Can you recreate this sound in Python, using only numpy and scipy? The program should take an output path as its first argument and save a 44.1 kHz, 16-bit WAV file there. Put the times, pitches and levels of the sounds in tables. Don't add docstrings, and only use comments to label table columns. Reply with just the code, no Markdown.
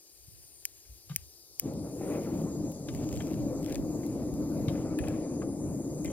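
import sys
import numpy as np
from scipy import signal
from scipy.fft import rfft, irfft, next_fast_len
from scipy.io import wavfile
from scipy.ndimage import uniform_filter1d, map_coordinates

SR = 44100
rng = np.random.default_rng(int(sys.argv[2]) if len(sys.argv) > 2 else 0)


def volts_from_db(level):
    exponent = np.asarray(level, float) / 20
    return 10 ** exponent


def materialize(psi):
    bounded = np.clip(np.atleast_2d(psi).T, -1, 1)
    quanta = np.round(bounded * 32767).astype(np.int16)
    wavfile.write(sys.argv[1], SR, quanta)


N = 269877


def unit(x):
    return x / np.sqrt(np.mean(np.atleast_2d(x).mean(0) ** 2) + 1e-20)


def along(points, hz):
    point_hz, value = np.transpose(points)
    return np.interp(np.log(hz + 1), np.log(point_hz + 1), value)


def curves(rows):
    time_s, *columns = np.transpose(rows)
    return [np.interp(np.arange(N) / SR, time_s, column) for column in columns]


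def wobble(rate):
    knots = rng.standard_normal(int(N * rate / SR) + 4)
    return map_coordinates(knots, [np.arange(N) * rate / SR])


def filtered(x, response):
    m = next_fast_len(N + SR // 4)
    spectrum = rfft(x, m) * response(np.fft.rfftfreq(m, 1 / SR))
    return irfft(spectrum, m)[..., :N]


def peaks(table):
    return lambda f: np.sqrt(sum(volts_from_db(2 * db) / (1 + (2 * (f - c) / w) ** 2) ** 2 for c, w, db in table))


def colour(points):
    return lambda f: volts_from_db(along(points, f))


def ports(x):
    # hz [Hz], level_db [dB]
    shade = [(100, -1), (700, -3.5), (2300, -4.5), (4000, -13.5), (5200, -7), (6600, -2.5), (8500, -5),
             (11000, -10), (13500, -9), (15500, -3.5)]
    lag_s = .000083
    right = lambda f: volts_from_db(along(shade, f)) * np.exp(-2j * np.pi * f * lag_s)
    return np.array([x[0], filtered(x[1], right)])


def rush(gain, apart, patchy_db):
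    z = signal.stft(rng.standard_normal((2, N)), nperseg=512)[2]
    field = uniform_filter1d(rng.standard_normal(z.shape[1:]), size=5, axis=0)
    field = uniform_filter1d(field, size=10, axis=1)
    patchy = z * volts_from_db(patchy_db * field / field.std())
    shared, extra = signal.istft(patchy, nperseg=512)[1][:, :N]
    return unit(ports(filtered(np.array([shared, shared + apart * extra]), gain)))


def outdoors():
    # time_s [s], level_db [dB]
    rumble_levels = [(0.0, -78), (0.27, -62), (0.32, -65.5), (0.83, -73.5), (0.92, -53.5), (1.02, -72),
                     (1.12, -56.5), (1.58, -74), (1.7, -49), (1.89, -63), (3.19, -46), (3.24, -66),
                     (3.37, -51), (4.67, -51), (4.69, -41), (4.98, -59), (5.01, -39), (5.28, -65),
                     (5.59, -51), (5.74, -71), (6.1, -42.5), (6.12, -56)]
    # [dB, relative]
    buffet = [(13, -23), (22, -15), (36, -12), (54, -2), (67, 1), (140, -7), (180, -26), (310, -120)]
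    # [dB, relative]
    distant = [(88, -42), (150, -19), (252, -17), (340, -4.5), (459, -11), (515, -13), (750, -17),
               (1500, -31), (1950, -74), (3300, -120)]
    lumps = volts_from_db(3.9 * np.array([wobble(48), wobble(5.7)]) + 4.2 * wobble(9))
    rumble = unit(lumps * filtered(rng.standard_normal((2, N)), colour(buffet)))
    rumble = rumble * volts_from_db([[-1.2], [1.2]])
    air_db = -70 + 1.5 * wobble(4)
    shared, left, right = filtered(rng.standard_normal((3, N)), colour(distant))
    air = unit(np.array([shared + 0.64 * left, shared + 0.53 * right]))
    return volts_from_db(curves(rumble_levels)[0]) * rumble + volts_from_db(air_db) * air


def strokes():
    # start_s [s], length_s [s], level_db [dB], crackle_db [dB over the rustle]
    swells = [(-.2, 1.7, -75.5, -20), (.62, 0.19, -91, -15), (1.086, 0.16, -68, -15),
              (1.587, 0.11, -69, -15), (1.943, 0.52, -64, -20), (2.86, 0.19, -64.5, -4),
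              (2.985, 0.49, -65.5, -1.5), (3.602, 0.21, -66, 5), (4.014, 0.23, -73, -14),
              (4.672, 0.17, -62.5, -22), (4.973, 0.27, -64, -5)]
    stir_db = -83.5
    start_s, length_s, level_db, crackle_db = np.transpose(swells)[:, :, None]
    progress = np.clip((np.arange(N) / SR - start_s) / length_s, 0, 1)
    swell = np.sin(np.pi * progress) ** .6
    soft = volts_from_db(stir_db) + np.sum(volts_from_db(level_db) * swell, axis=0)
    crisp = np.sum(volts_from_db(level_db + crackle_db) * swell, axis=0)
    return soft, crisp


def crackle():
    when, size = rng.random((2, N))
    spikes = (when < 140 / SR) * (size + 0.0091) ** -.55
    decay = volts_from_db(-60 * np.arange(SR // 100) / SR / 0.0064)
    bursts = np.convolve(spikes, decay)[:N] * rng.standard_normal(N)
    bursts = filtered(bursts, lambda f: 1 / (1 + (1800 / (f + 1)) ** 4) / (1 + f / 9000))
    return unit(ports([bursts, bursts]))


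def rustle():
    # [dB, relative]
    rustle_tone = [(1300, -13.5), (1700, -3.5), (2000, -4.5), (2500, 0.5), (3300, -0.5), (4200, -5.5),
                   (6000, -4), (14000, -9)]
    soft, crisp = strokes()
    rushing = volts_from_db(1.8 * wobble(30)) * rush(colour(rustle_tone), apart=0.44, patchy_db=1.0)
    return soft * rushing + crisp * crackle()


def blows(rows, modes, scrape_db):
    out, t = np.zeros(N + SR), np.arange(SR // 10) / SR
    mode_hz, mode_db, t60_s = np.transpose(modes)[:, :, None]
    draws = rng.standard_normal((len(rows), len(modes) + 1, len(t)))
    for (start_s, level_db, centre_hz, reach), (noise, *drift) in zip(rows, draws):
        nearness = np.exp(-.5 * (np.log2(mode_hz / centre_hz) / reach) ** 2)
        share = volts_from_db(mode_db + 2 * noise[-len(modes):, None]) * nearness
        share = share / np.linalg.norm(share)
        phase = 2 * np.pi * mode_hz * t + .09 * np.cumsum(drift, axis=1)
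        ring = np.sum(share * volts_from_db(-60 * t / t60_s) * np.sin(phase), axis=0)
        band_hz = centre_hz * 2 ** np.clip([-reach, reach], -1.5, 1.5)
        dull = signal.butter(2, band_hz, "band", fs=SR, output="sos")
        scrape = 1.1 * volts_from_db(-60 * t / .05) * signal.sosfilt(dull, noise)
        scrape = scrape + 0.18 * volts_from_db(-60 * t / 0.0052) * noise
        onset = 1 - np.exp(-t / 0.00096)
        blow = onset * (volts_from_db(scrape_db) * scrape + 0.51 * ring)
        out[round(start_s * SR):][:len(t)] += volts_from_db(level_db) * blow
    return out[:N]


def handling():
    # [dB, middle range over bright]
    ticks = [(1.7363, -43, -12), (2.4168, -42, -11), (2.7196, -40, -17), (2.949, -43, 0), (3.0427, -46, -4),
             (3.0906, -43.5, 0), (3.1277, -41, -1.5), (3.1552, -43, -6), (3.1154, -53, 6),
             (3.141, -48.5, 3), (3.1633, -48, 6), (3.1733, -47, 5), (3.2215, -51, 4), (3.326, -53, -4),
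             (3.3414, -53, 4), (3.6292, -46, -4), (3.6457, -47, 2), (3.662, -44.5, 3), (3.676, -51.5, -1),
             (3.7253, -48, 9.5), (3.7456, -48.5, 10), (3.7563, -42, 5), (3.7738, -52, -12),
             (4.0646, -39, -13), (4.34, -45, -9), (4.9884, -32.5, -9.5), (5.084, -40.5, -2),
             (6.0466, -34.5, -7), (6.0585, -44, 0)]
    # start_s [s], level_db [dB], pitch_hz [Hz], length_s [s]
    bumps = [(0.28, -45, 111, 0.014), (0.881, -44.5, 61.5, 0.073), (1.099, -31, 150, 0.032),
             (1.134, -41, 149, 0.024), (1.161, -45, 133, 0.0095), (1.213, -47, 79, 0.032),
             (4.675, -21.5, 135, 0.022)]
    # start_s [s], level_db [dB], centre_hz [Hz], reach [octaves that ring]
    knocks = [(.851, -57, 2000, 0.37), (1.095, -39.5, 1820, 1.8), (1.105, -42, 2400, 1),
              (1.114, -42, 1390, 1.2), (1.179, -52, 2100, 0.56), (2.885, -33.5, 2200, 1.5),
              (3.203, -31.5, 2230, 0.47), (3.68, -39.5, 2100, 0.21), (4.032, -43, 2030, 0.31),
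              (4.682, -31.5, 2060, 1.6), (4.691, -36, 3380, .4), (5.418, -33, 1490, 0.52),
              (6.046, -34, 2100, .2), (6.062, -41, 2320, 0.28), (6.077, -40, 2240, .3),
              (6.1, -42, 2280, 0.34)]
    # pitch_hz [Hz], level_db [dB, relative], t60_s [s to fall 60 dB]
    kit_modes = [(734, 0, 0.077), (1192, 4.5, 0.1), (1566, 3, 0.048), (2081, -5, .1), (2370, -5.5, 0.088),
                 (3150, 5.5, 0.051), (3750, 5, .07)]
    # start_s [s], level_db [dB]
    clatter = [(3.705, -36), (3.726, -38), (3.746, -45), (3.757, -37), (4.754, -42), (4.987, -26),
               (5.009, -41), (5.037, -33.5), (5.072, -33.5), (5.082, -34), (5.102, -40), (5.139, -41)]
    # pitch_hz [Hz], level_db [dB, relative], t60_s [s to fall 60 dB]
    pan_modes = [(1714, 3, 0.045), (1920, -11, 0.1), (2400, -1, 0.031), (2550, 0, 0.05), (3150, -7, .05)]
    pan_centre_hz, pan_reach_octaves = 2100, 0.54
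    high, middle, body = np.zeros((3, N + SR))
    t = np.arange(SR // 10) / SR
    for (start_s, level_db, middle_db), noise in zip(ticks, rng.standard_normal((len(ticks), len(t)))):
        burst = np.tanh(8.1 * noise) * volts_from_db(level_db - 60 * t / 0.0071)
        high[round(start_s * SR):][:len(t)] += burst
        middle[round(start_s * SR):][:len(t)] += burst * volts_from_db(middle_db)
    for start_s, level_db, pitch_hz, length_s in bumps:
        arch = np.sin(np.pi * np.clip(t / length_s, 0, 1))
        body[round(start_s * SR):][:len(t)] += volts_from_db(level_db) * arch * np.sin(2 * np.pi * pitch_hz * t)
    bright_tone = lambda f: 2.3 / (1 + (9000 / (f + 1)) ** 8)
    middle_tone = lambda f: 4.84 / (1 + (1800 / (f + 1)) ** 4) / (1 + (f / 9000) ** 8)
    kit = blows(knocks, kit_modes, scrape_db=0)
    pan_rows = [(start_s, level_db, pan_centre_hz, pan_reach_octaves) for start_s, level_db in clatter]
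    pan = blows(pan_rows, pan_modes, scrape_db=-4)
    return filtered(high[:N], bright_tone) + filtered(middle[:N], middle_tone) + body[:N] + kit + pan


def igniter():
    # start_s [s], level_db [dB], bright_db [dB per octave]
    snaps = [(0.6533, -5, -0.5), (1.1615, -2, 0.1), (1.597, -2, 3.5)]
    # pitch_hz [Hz], level_db [dB, relative], t60_s [s to fall 60 dB]
    housing = [(1950, -19, .006), (2400, -13, .008), (3050, -19, .009), (5400, -8, .008), (5950, -9, .006),
               (6200, -26, .04), (7100, -6, .0035), (8100, -8, .003), (9200, -6, .004), (9300, -28, .04),
               (10200, -8, .003), (12200, -3, .005), (13500, -5, .003), (15200, -2, .004),
               (16000, -5, .003)]
    # hz [Hz], level_db [dB]
    hollow = [(3200, 0), (3500, -9), (4300, -9), (4900, 0)]
    out, t = np.zeros(N + SR), np.arange(SR // 20) / SR
    draws = rng.standard_normal((len(snaps), 2 * len(housing) + len(t)))
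    for (start_s, level_db, bright_db), draw in zip(snaps, draws):
        late = np.clip(t - (start_s * SR % 1) / SR, 0, None)
        ring = np.zeros(len(t))
        for (pitch_hz, mode_db, t60_s), vary_db, turn in zip(housing, draw, draw[len(housing):]):
            tilt_db = bright_db * np.log2(pitch_hz / 5000)
            fading = volts_from_db(mode_db + tilt_db + vary_db - 60 * late / t60_s)
            ring += fading * np.cos(2 * np.pi * pitch_hz * (late - .00025) + .5 * turn)
        ring *= -np.expm1(-(late / .0002) ** 3)
        rattle = volts_from_db(-24 - 60 * t / .025) * np.diff(draw[-len(t) - 1:])
        snap = rattle - ring
        out[int(start_s * SR):][:len(t)] += volts_from_db(level_db) * snap / abs(snap).max()
    no_bass = signal.butter(6, 1650, "high", fs=SR, output="sos")
    return filtered(signal.sosfilt(no_bass, out[:N]), colour(hollow))


def whistle():
    # time_s [s], level_db [dB], centre_hz [Hz]
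    sliding = [(0.0, -67, 9140), (0.51, -62, 9330), (0.87, -67.5, 9200), (1.58, -67.5, 9260),
               (1.89, -61.5, 9700), (2.06, -59, 9300), (2.28, -64, 9640), (2.64, -66, 9650),
               (2.72, -62, 10400), (2.79, -64, 10000), (2.96, -67.5, 9570), (5.11, -64.5, 9820),
               (5.5, -59.5, 9640), (6.12, -61.5, 9670)]
    level_db, centre_hz = curves(sliding)
    hz, t, z = signal.stft(rng.standard_normal((2, N)), SR, nperseg=512)
    centre = np.interp(t, np.arange(N) / SR, centre_hz)
    shape = 1 / (1 + ((hz[:, None] - centre) / 420) ** 2)
    shared, extra = signal.istft(z * shape, SR, nperseg=512)[1][:, :N]
    return volts_from_db(level_db + 2.2 * wobble(16)) * unit(ports([shared, shared + 0.33 * extra]))


def jet():
    # time_s [s], jet_db [dB], thin_top_db [dB]
    hiss_levels = [(0.0, -70, -64), (0.43, -70.5, -63.5), (1.26, -71, -62.5), (1.55, -71.5, -63.5),
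                   (1.77, -64.5, -66.5), (2.16, -66, -62), (2.84, -63.5, -67.5), (3.13, -63.5, -65),
                   (3.39, -65, -63.5), (3.75, -65, -64.5), (4.1, -65.5, -65), (4.65, -65, -63.5),
                   (5.05, -65, -76.5), (5.79, -64, -66), (6.12, -62, -66)]
    # time_s [s], level_db [dB]
    low_levels = [(0, -70), (.43, -69.5), (1.26, -67.5), (1.64, -67), (2.16, -68), (3.2, -66), (3.8, -68),
                  (4.81, -67.5), (5.79, -72.5), (6.12, -68)]
    # [dB, relative]
    main_peaks = [(6140, 390, 3), (6720, 600, 5.5), (7260, 1080, 2.5), (8400, 2100, -8.5)]
    low_peaks = [(4080, 1050, -5.5), (4835, 800, 2.5), (5680, 900, -1.5)]
    top_peaks = [(11120, 1600, -5), (12660, 2300, -6), (13700, 1400, -29), (14800, 1100, -13.5),
                 (15200, 420, -7.5)]
    jet_db, top_db = curves(hiss_levels)
    low_db = curves(low_levels)[0]
    hiss = volts_from_db(jet_db + 1.02 * wobble(8)) * rush(peaks(main_peaks), apart=0.76, patchy_db=2.5)
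    low = volts_from_db(low_db + 0.47 * wobble(7.6)) * rush(peaks(low_peaks), apart=0.86, patchy_db=1.6)
    top = volts_from_db(top_db + .8 * wobble(5)) * rush(peaks(top_peaks), apart=0.66, patchy_db=1.0)
    return hiss + low + top + whistle()


def flame():
    # time_s [s], roar_db [dB], breathy_edge_db [dB]
    flame_levels = [(1.63, -39.5, -59), (1.68, -33, -60), (1.74, -44, -64.5), (1.79, -37.5, -68),
                    (1.94, -46, -68), (2.04, -36.5, -56.5), (2.12, -35.5, -51), (2.17, -37.5, -52.5),
                    (2.22, -37.5, -55.5), (2.35, -33.5, -56.5), (2.4, -38, -56.5), (2.52, -36, -67.5),
                    (2.67, -36.5, -63.5), (2.74, -47.5, -74), (2.82, -46, -70.5), (2.89, -39.5, -67),
                    (3.05, -36, -64.5), (3.27, -41.5, -63), (3.32, -35.5, -64), (3.68, -33.5, -60.5),
                    (3.85, -36.5, -65.5), (4.2, -34.5, -64), (4.7, -35, -60), (5.12, -34, -56),
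                    (5.6, -34.5, -67), (6.12, -35.5, -62.5)]
    # [dB, relative]
    roar_peaks = [(261, 174, -3.5), (296.6, 70, 3.5), (315, 20, -2)]
    # [dB, relative]
    upper_tone = [(220, -27), (380, -1), (532, 1), (767, -11), (1200, -25), (1560, -58), (2640, -120)]
    flutter_tone = [(32, -35), (55, -9.5), (151, 3), (230, -2), (300, -21), (510, -120)]
    edge_tone = [(800, -2), (1050, 0.5), (1350, -1.5), (1600, -8), (1900, -7), (2500, -8), (3300, -26.5)]
    roar_db, edge_db = curves(flame_levels)
    roar_swing = roar_db - np.median(roar_db)
    edge_swing = edge_db - np.median(edge_db)
    upper_db = -43 + 0.38 * edge_swing + 0.21 * roar_swing
    flutter_db = -41 + 0.3 * roar_swing
    catch = np.clip((np.arange(N) / SR - 1.612) / 0.034, 0, 1)
    puffs, sway = wobble(28), wobble(11)
    roar_db = roar_db + 0.1 * puffs + 1.12 * sway
    upper_db = upper_db + 0.85 * puffs + 1.3 * wobble(60) + 0.43 * sway
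    flutter_db = flutter_db + 0.81 * puffs + 0.54 * sway + 2.37 * wobble(10)
    edge_db = edge_db + 2.0 * puffs + 0.78 * sway + 1.44 * wobble(12)
    roar = volts_from_db(roar_db) * rush(peaks(roar_peaks), apart=0.26, patchy_db=0.45)
    upper = volts_from_db(upper_db) * rush(colour(upper_tone), apart=0.36, patchy_db=1.3)
    flutter = volts_from_db(flutter_db) * rush(colour(flutter_tone), apart=0.34, patchy_db=0.5)
    edge = volts_from_db(edge_db) * rush(colour(edge_tone), apart=0.63, patchy_db=2.8)
    return catch * (roar + upper + flutter + edge)


def scene():
    # hz [Hz], level_db [dB]
    treble_limit = [(15820, 0), (15950, -24), (16600, -30), (17100, -70)]
    snaps, handled = igniter(), handling()
    near = ports([handled, handled]) + jet() + rustle()
    sparks = volts_from_db([[-.6], [.6]]) * ports([snaps, snaps])
    return sparks + filtered(near, colour(treble_limit)) + flame() + outdoors()


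def top_cut(x):
    return signal.sosfilt(signal.butter(12, 17120, fs=SR, output="sos"), x)


def record(dry):
    band_limit = [(16200, 0), (16600, -14), (17100, -50)]
    mix = filtered(dry, colour(band_limit))
    return top_cut(mix)


dry = scene()
out = record(dry)
materialize(out)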